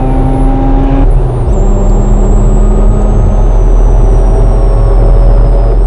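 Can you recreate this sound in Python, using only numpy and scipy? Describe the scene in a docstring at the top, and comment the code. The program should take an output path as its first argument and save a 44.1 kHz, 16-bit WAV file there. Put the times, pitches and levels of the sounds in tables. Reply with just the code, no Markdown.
"""A rotary sports-car engine at full speed on a circuit, heard inside the cabin.
It pulls to the top of one gear, drops for the upshift and pulls again. Two firings a shaft turn boom
in the cabin, exhaust orders cross its resonances, the intake rasps, the gears hum, the alternator whines.
The tyres throb twice a wheel turn under road and wind roar, with a few jolts and small high ticks.
The rumble overloads the microphone."""
import sys
import numpy as np
from scipy import signal
from scipy.fft import rfft, irfft
from scipy.io import wavfile

SR = 44100
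rng = np.random.default_rng(int(sys.argv[2]) if len(sys.argv) > 2 else 0)


def dump_mix(stems):
    """Bounce the given channels to the path in sys.argv[1] as a 16-bit WAV at rate SR."""
    frames = np.atleast_2d(stems).T  # one column per channel
    limited = np.clip(frames, -1, 1)  # hard clip at full scale
    pcm = np.round(limited * 32767).astype(np.int16)
    wavfile.write(sys.argv[1], SR, pcm)


N = 258426
T = np.arange(N) / SR
BIN_HZ = np.fft.rfftfreq(N, 1 / SR)


def undb(db):
    """Decibels to gain."""
    return 10 ** (np.asarray(db) / 20)


def lookup(x, table):
    """Linear interpolation of a two-column table at x."""
    return np.interp(x, *np.transpose(table))


def walk(rate_hz):
    """Smooth random drift, spread 1, bandwidth about rate_hz."""
    drift = irfft(rfft(rng.standard_normal(N)) * np.exp(-(BIN_HZ / rate_hz) ** 2), N)
    return drift / np.std(drift)


def colour(x, spectrum):
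    """Filter by (Hz, dB) points, then scale to rms 1."""
    hz, db = np.transpose(spectrum)
    gain = undb(np.interp(np.log(np.maximum(BIN_HZ, 1)), np.log(hz), db))
    shaped = irfft(rfft(x) * gain, N)
    return shaped / np.std(shaped)


def angle(hz):
    """Running phase in radians."""
    return 2 * np.pi * np.cumsum(hz) / SR


def tone(phase):
    """Sine of rms 1."""
    return np.sqrt(2) * np.sin(phase)


def blow(age):
    """Swell and decay of a soft blow; age in decay times."""
    return age * np.exp(2 - 2 * age)


# Cabin resonances and nulls. Each row: centre in Hz, width in Hz, lift in dB.
CABIN_MODES = [(391, 12, 7), (454, 5, 11), (503, 28, -5), (524, 6, 4), (533, 6, -5), (559, 28, 14),
               (590, 20, 5), (610, 14, -6), (652, 6, 4), (665, 12, -3), (681, 10, 6), (702, 20, -6),
               (755, 16, 5), (781, 16, 4), (802, 20, 7), (848, 16, 8), (918, 30, 5), (1005, 40, 4),
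               (1058, 40, -6), (1103, 22, 10), (1243, 40, 10), (1445, 34, 6), (1580, 50, -8), (1635, 30, 8),
               (2750, 200, 6), (3620, 130, 12)]

def cabin_db(hz):
    """Summed lift of the cabin's resonances at a frequency."""
    return sum(lift / (1 + (2 * (hz - centre) / width) ** 2) for centre, width, lift in CABIN_MODES)


# Road and wind noise. Each row: frequency in Hz, relative density in dB.
ROAD_SPECTRUM = [(8, -24), (20, -3.5), (40, -6), (52, -3.5), (68, -10), (125, -5.5), (170, -17.5),
                 (310, -17), (385, -11.5), (470, -18), (780, -19.5), (1250, -33), (2000, -44), (3800, -51),
                 (5000, -59.5), (10000, -67.5)]

def road_and_wind(wheel_hz, wind_db=-14.5, rumble_db=-11.5, split_hz=200, cabin_share=.12):
    """A patchy surface rumbles; gusty wind roars louder with speed. The cabin faintly colours both."""
    roar_db = wind_db + 6 * np.log2(wheel_hz / wheel_hz.mean()) + .54 * walk(27)
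    surface_db = rumble_db + 2 * walk(11)
    cabin_gain = undb(cabin_share * cabin_db(BIN_HZ))
    noise = colour(irfft(rfft(rng.standard_normal(N)) * cabin_gain, N), ROAD_SPECTRUM)
    low = signal.sosfiltfilt(signal.butter(2, split_hz, fs=SR, output="sos"), noise)
    return (noise - low) * undb(roar_db) + low * undb(surface_db)


# Body jolts, the second as the clutch bites.
# Each row: start in seconds, pitch in Hz, level in dB, decay in seconds.
BODY_JOLTS = [(0.228, 123.8, -14, 0.048), (1.471, 52.7, -3.5, 0.033), (3.231, 84.5, -8, 0.054),
              (4.101, 115.7, -19.5, 0.21), (5.031, 114, -14, 0.021)]
# High ticks. The third is a brief high ring as the whine sweeps at the gear change; the rest are trim.
# Each row: start in seconds, lower and upper ring in Hz, level in dB, decay in seconds.
HIGH_TICKS = [(.833, 6300, 9320, -49, .006), (1.488, 2690, 2960, -48, .008), (1.5, 2660, 6070, -53, .035),
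              (1.526, 3700, 8950, -46.5, .007), (1.893, 4350, 4800, -41, .006),
              (3.016, 6200, 7100, -45, .006)]

def knocks(grit_share=.7, grit_decay_s=.006):
    """Jolts ring the body low; each high tick is two short rings and a burst of grit."""
    out = np.zeros(N)
    for start_s, hz, db, decay_s in BODY_JOLTS:
        age_s = np.maximum(T - start_s, 0)
        out += undb(db) * blow(age_s / decay_s) * np.sin(2 * np.pi * hz * age_s)
    grit = colour(rng.standard_normal(N), [(500, -30), (3000, -7), (10000, -5), (12000, -32)])
    for start_s, low_hz, high_hz, db, decay_s in HIGH_TICKS:
        age_s = np.maximum(T - start_s, 0)
        rings = np.sin(2 * np.pi * low_hz * age_s) + np.sin(2 * np.pi * high_hz * age_s)
        out += undb(db) * (blow(age_s / decay_s) * rings + grit_share * blow(age_s / grit_decay_s) * grit)
    return out


# Tyre throb. Each row: time in seconds, level in dB before stretch and gain.
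THROB_CONTOUR = [(0.0, -9.5), (0.36, -8.5), (0.48, -7), (0.63, -11.5), (0.75, -5.5), (0.93, -11),
                 (1.05, -4), (1.44, -15), (1.62, -6.5), (1.77, -7), (1.95, -5.5), (2.1, -6.5), (2.88, -5.5),
                 (2.97, -8), (3.75, -3.5), (4.89, -6.5), (5.16, -2.5), (5.55, -4), (5.66, -5.5),
                 (5.76, -4.5), (5.85, -3)]
# Tread hum near the tyres' air resonance. Each row: wheel order, level in dB before cabin lift.
TREAD_ORDERS = [(18, -54), (19, -29), (20, -32), (21, -34)]

def tyres(wheel_hz, gain_db=.86, stretch=1.09, tread_rough=.28):
    """The tyres shake the cabin air twice a wheel turn; their tread hums unevenly."""
    turn = angle(wheel_hz)
    contour_db = lookup(T, THROB_CONTOUR)
    mean_db = contour_db.mean()
    throb_db = gain_db + mean_db + stretch * (contour_db - mean_db) + .6 * walk(6.5)
    out = undb(throb_db) * tone(2 * turn + .16 * walk(1.7))
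    for order, db in TREAD_ORDERS:
        level = undb(db + cabin_db(order * wheel_hz)) * (1 + tread_rough * walk(8.8))
        out += level * tone(order * turn + walk(2.45))
    return out


# Full-throttle pulls. Each row: clutch home in seconds, lift-off in seconds, shaft turns per wheel turn,
# wheel acceleration in Hz/s, shaft run-down after lift-off in Hz/s.
GEAR_PULLS = [(-1, 1.036, 7.336, .895, 44), (1.553, 5.735, 5.327, .636, 31)]

def wheel_speed(start_hz=17.7):
    """Wheel turns per second: rising evenly in each pull, coasting between."""
    accel_hz_per_s = sum(rate * ((T >= on_s) & (T < off_s)) for on_s, off_s, _, rate, _ in GEAR_PULLS)
    return start_hz + np.cumsum(accel_hz_per_s) / SR


def throttle(on_s, off_s, open_s=.17, shut_s=.014):
    """Opening 0-1: opens as the clutch comes home, snaps shut at lift-off."""
    return np.interp(T, [on_s - open_s, on_s, off_s, off_s + shut_s], [0, 1, 1, 0])


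def overrun():
    """1 with the throttle shut, 0 in a pull."""
    return 1 - sum(throttle(on_s, off_s) for on_s, off_s, *_ in GEAR_PULLS)


def load_db(shut_db=-18):
    """Engine load: full in a pull, low on the overrun."""
    return shut_db * overrun()


# Small wavers in engine and whine pitch. Each row: time in seconds, shaft speed offset in Hz.
PITCH_WAVER = [(0.02, 0.02), (0.11, 0.5), (0.18, 0.48), (0.26, 0.1), (1.04, 0), (1.17, -0.97), (1.42, -0.2),
               (1.64, -0.25), (1.71, 0.4), (1.8, -0.35), (2.05, 0.05), (2.51, 0.06), (2.56, -0.14),
               (2.7, 0.08), (3.04, -0.16), (3.08, -0.02), (3.44, -0.32), (3.61, 0.16), (3.88, -0.28),
               (3.96, -0.02), (4.02, -0.32), (4.24, 0.02), (4.33, -0.26), (4.4, 0.1), (4.53, -0.18),
               (4.73, 0.3), (4.82, -0.08), (4.9, 0.16), (5.15, 0.25), (5.48, 0.05), (5.57, -0.17),
               (5.67, 0.05), (5.77, -0.02), (5.84, -0.24)]

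def shaft_speed(wheel_hz, clutch_s=.155, rock_hz=5.7, swing_hz=3.6, rock_decay_s=.1):
    """Shaft turns per second: geared to the wheels, running down off throttle, rocking once clutched."""
    shaft_hz = np.zeros(N)
    for on_s, off_s, ratio, _, run_down in GEAR_PULLS:
        age_s = np.maximum(T - on_s, 0)
        rock = swing_hz * np.exp(-age_s / rock_decay_s) * np.sin(2 * np.pi * rock_hz * age_s)
        target_hz = ratio * wheel_hz - rock - run_down * np.maximum(T - off_s, 0)
        grip = np.clip(1 + (T - on_s) / clutch_s, 0, 1) ** 2
        shaft_hz += grip * (target_hz - shaft_hz)
    return shaft_hz + lookup(T, PITCH_WAVER)


def faint_tones(shaft_hz, start_s=.95, end_s=1.29, edge_s=.03, steady_hz=7810, whine_order=49.6):
    """A faint, thin, steady tone near 7.8 kHz; a faint whine falls with the shaft off throttle."""
    gate = np.interp(T, [start_s, start_s + edge_s, end_s - edge_s, end_s], [0, 1, 1, 0])
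    steady = undb(-58 + 2 * walk(20)) * gate * tone(2 * np.pi * steady_hz * T + .5 * walk(20))
    whine = undb(-66 + 2 * walk(20)) * overrun() * tone(whine_order * angle(shaft_hz))
    return steady + whine


# Gear hum, one row a pull. Each row: shaft order, level at clutch home in dB, slope in dB/s.
GEAR_ORDERS = [(13 / 3, -31.5, 0), (4.92, -34.5, -2.6)]

def gearbox(shaft_hz, rough=.44):
    """Each gear hums unevenly at its own shaft order while under load."""
    hum = np.zeros(N)
    for (on_s, off_s, *_), (order, db, db_per_s) in zip(GEAR_PULLS, GEAR_ORDERS):
        level = undb(db + db_per_s * (T - on_s)) * throttle(on_s, off_s) * (1 + rough * walk(14))
        hum += level * tone(order * angle(shaft_hz) + .34 * walk(4.9))
    return hum


# Alternator housing's radiation of the whine. Each row: frequency in Hz, level in dB.
WHINE_RESPONSE = [(7300, -37.5), (7680, -36.5), (7850, -45), (7940, -54), (8100, -44), (8550, -54),
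                  (9100, -45), (9720, -56), (9985, -43), (10040, -64)]
# The same for its octave. Each row: frequency in Hz, relative level in dB.
OCTAVE_RESPONSE = [(15100, -60), (15400, -72), (15560, -62), (15720, -51), (16100, -47), (16600, -51),
                   (17000, -51), (17500, -61), (19150, -63), (19500, -46.5), (19780, -50.5), (20200, -54)]

def alternator(shaft_hz, order=75.15, slip=.0002, waver_db=1.5, mode_hz=15950, mode_width_hz=22):
    """Belt-driven whine and octave; abrupt speed changes chatter the belt and ring a housing mode."""
    whine_hz = order * shaft_hz * (1 + slip * walk(6))
    accel_hz_per_s = np.abs(np.gradient(shaft_hz) * SR)
    chatter_rad = .0015 * accel_hz_per_s * walk(150)
    phase = angle(whine_hz) + .27 * walk(40) + chatter_rad
    whine = undb(lookup(whine_hz, WHINE_RESPONSE) + waver_db * walk(30)) * tone(phase)
    octave_db = 3.5 + .08 * load_db() + lookup(2 * whine_hz, OCTAVE_RESPONSE) + waver_db * walk(33)
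    octave = undb(octave_db) * tone(2 * phase)
    jolt = np.minimum(accel_hz_per_s / 110, 1) ** 2
    mode = signal.iirpeak(mode_hz, mode_hz / mode_width_hz, fs=SR)
    ring = signal.lfilter(*mode, octave * jolt)
    return whine + undb(-5 * jolt) * octave + 2.5 * ring


def panel_shake(shaft_hz, turn, peak_db=-16, peak_hz=122, width_hz=20):
    """Shaft unbalance shakes the resonant body panels, on or off throttle."""
    response = 1 / np.hypot(1, 2 * (shaft_hz - peak_hz) / width_hz)
    return undb(peak_db) * response * (1 + .23 * walk(3.6)) * tone(turn)


# Intake rasp. Each row: frequency in Hz, relative level in dB.
RASP_SPECTRUM = [(300, -20), (900, -1), (1700, 0), (2400, 1), (3000, -2), (3330, -10), (3620, -1),
                 (3900, -12), (4600, -21), (6350, -18), (7200, -26), (10000, -34)]
# Intake at resonance. Each row: frequency in Hz, relative level in dB.
FLARE_SPECTRUM = [(400, -20), (1250, 3), (1480, -4), (1660, 0), (2050, -10), (2280, 1), (2480, 2),
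                  (2720, -10), (2950, -2), (3150, -14), (3750, -14), (4300, -24), (10000, -38)]

def intake(shaft_hz, turn, rasp_db=-40, db_per_doubling=23, flare_db=-36.5, flare_shaft_hz=136.05):
    """Air rushes with each firing; the rasp grows with speed and flares where the intake resonates."""
    air = rng.standard_normal(N) * (1 + .55 * np.cos(2 * turn))
    rasp_gain = undb(rasp_db + db_per_doubling * np.log2(shaft_hz / flare_shaft_hz))
    flare_gain = undb(flare_db) * np.exp(-((shaft_hz - flare_shaft_hz) / .8) ** 2)
    return rasp_gain * colour(air, RASP_SPECTRUM) + flare_gain * colour(air, FLARE_SPECTRUM)


# Cabin boom. Each row: firing rate in Hz, full-load level in dB.
BOOM_RESPONSE = [(196, -22.5), (203.5, -15.4), (210, -20), (212, -30), (219, -28), (227, -31), (260, -16),
                 (273, -12)]

def firing_boom(shaft_hz, turn, rough=.056):
    """Two firings a shaft turn boom in the cabin."""
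    return undb(lookup(2 * shaft_hz, BOOM_RESPONSE)) * (1 + rough * walk(25)) * tone(2 * turn)


# Exhaust note. Each row: shaft order, full-load level in dB before cabin lift.
EXHAUST_ORDERS = [(3, -35.5), (4, -32), (5, -34), (6, -28.2), (7, -37), (8, -39.3), (9, -47.5), (10, -41.7),
                  (11, -49.5), (12, -44.7), (13, -53), (14, -57), (15, -58)]

def exhaust(shaft_hz, turn, rough=.14):
    """Orders waver with uneven firings and swell as they cross cabin resonances."""
    note = np.zeros(N)
    for order, db in EXHAUST_ORDERS:
        level = undb(db + cabin_db(order * shaft_hz)) * (1 + rough * walk(15))
        note += level * tone(order * turn + rng.uniform(0, 2 * np.pi))
    return note


def engine(shaft_hz):
    """One shaft angle drives all parts; exhaust, boom and intake follow the load."""
    turn = angle(shaft_hz) + .015 * walk(25)
    firing = exhaust(shaft_hz, turn) + firing_boom(shaft_hz, turn)
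    shake = panel_shake(shaft_hz, turn)
    return undb(load_db()) * (firing + intake(shaft_hz, turn)) + shake


def scene():
    """Mono mix in the cabin."""
    wheel_hz = wheel_speed()
    shaft_hz = shaft_speed(wheel_hz)
    mix = engine(shaft_hz) + gearbox(shaft_hz) + alternator(shaft_hz) + faint_tones(shaft_hz)
    return (mix + tyres(wheel_hz) + road_and_wind(wheel_hz) + knocks())[None]


# Gain after the overload. Each row: time in seconds, gain in dB.
OUTPUT_GAIN = [(0, -.3), (5.3, -.3), (5.86, -1.9)]

def record(dry, knee=12, cutoff_hz=10030):
    """Rumble crests overload the input and chop the whine; half-rate sampling mirrors its octave down."""
    clipped = dry / (1 + np.abs(dry) ** knee) ** (1 / knee)
    half_rate = 2 * clipped * (np.arange(N) % 2 == 0)
    lowpass = signal.ellip(12, .1, 80, cutoff_hz, fs=SR, output="sos")
    return signal.sosfilt(lowpass, half_rate * undb(lookup(T, OUTPUT_GAIN)))


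dry = scene()
out = record(dry)
dump_mix(out)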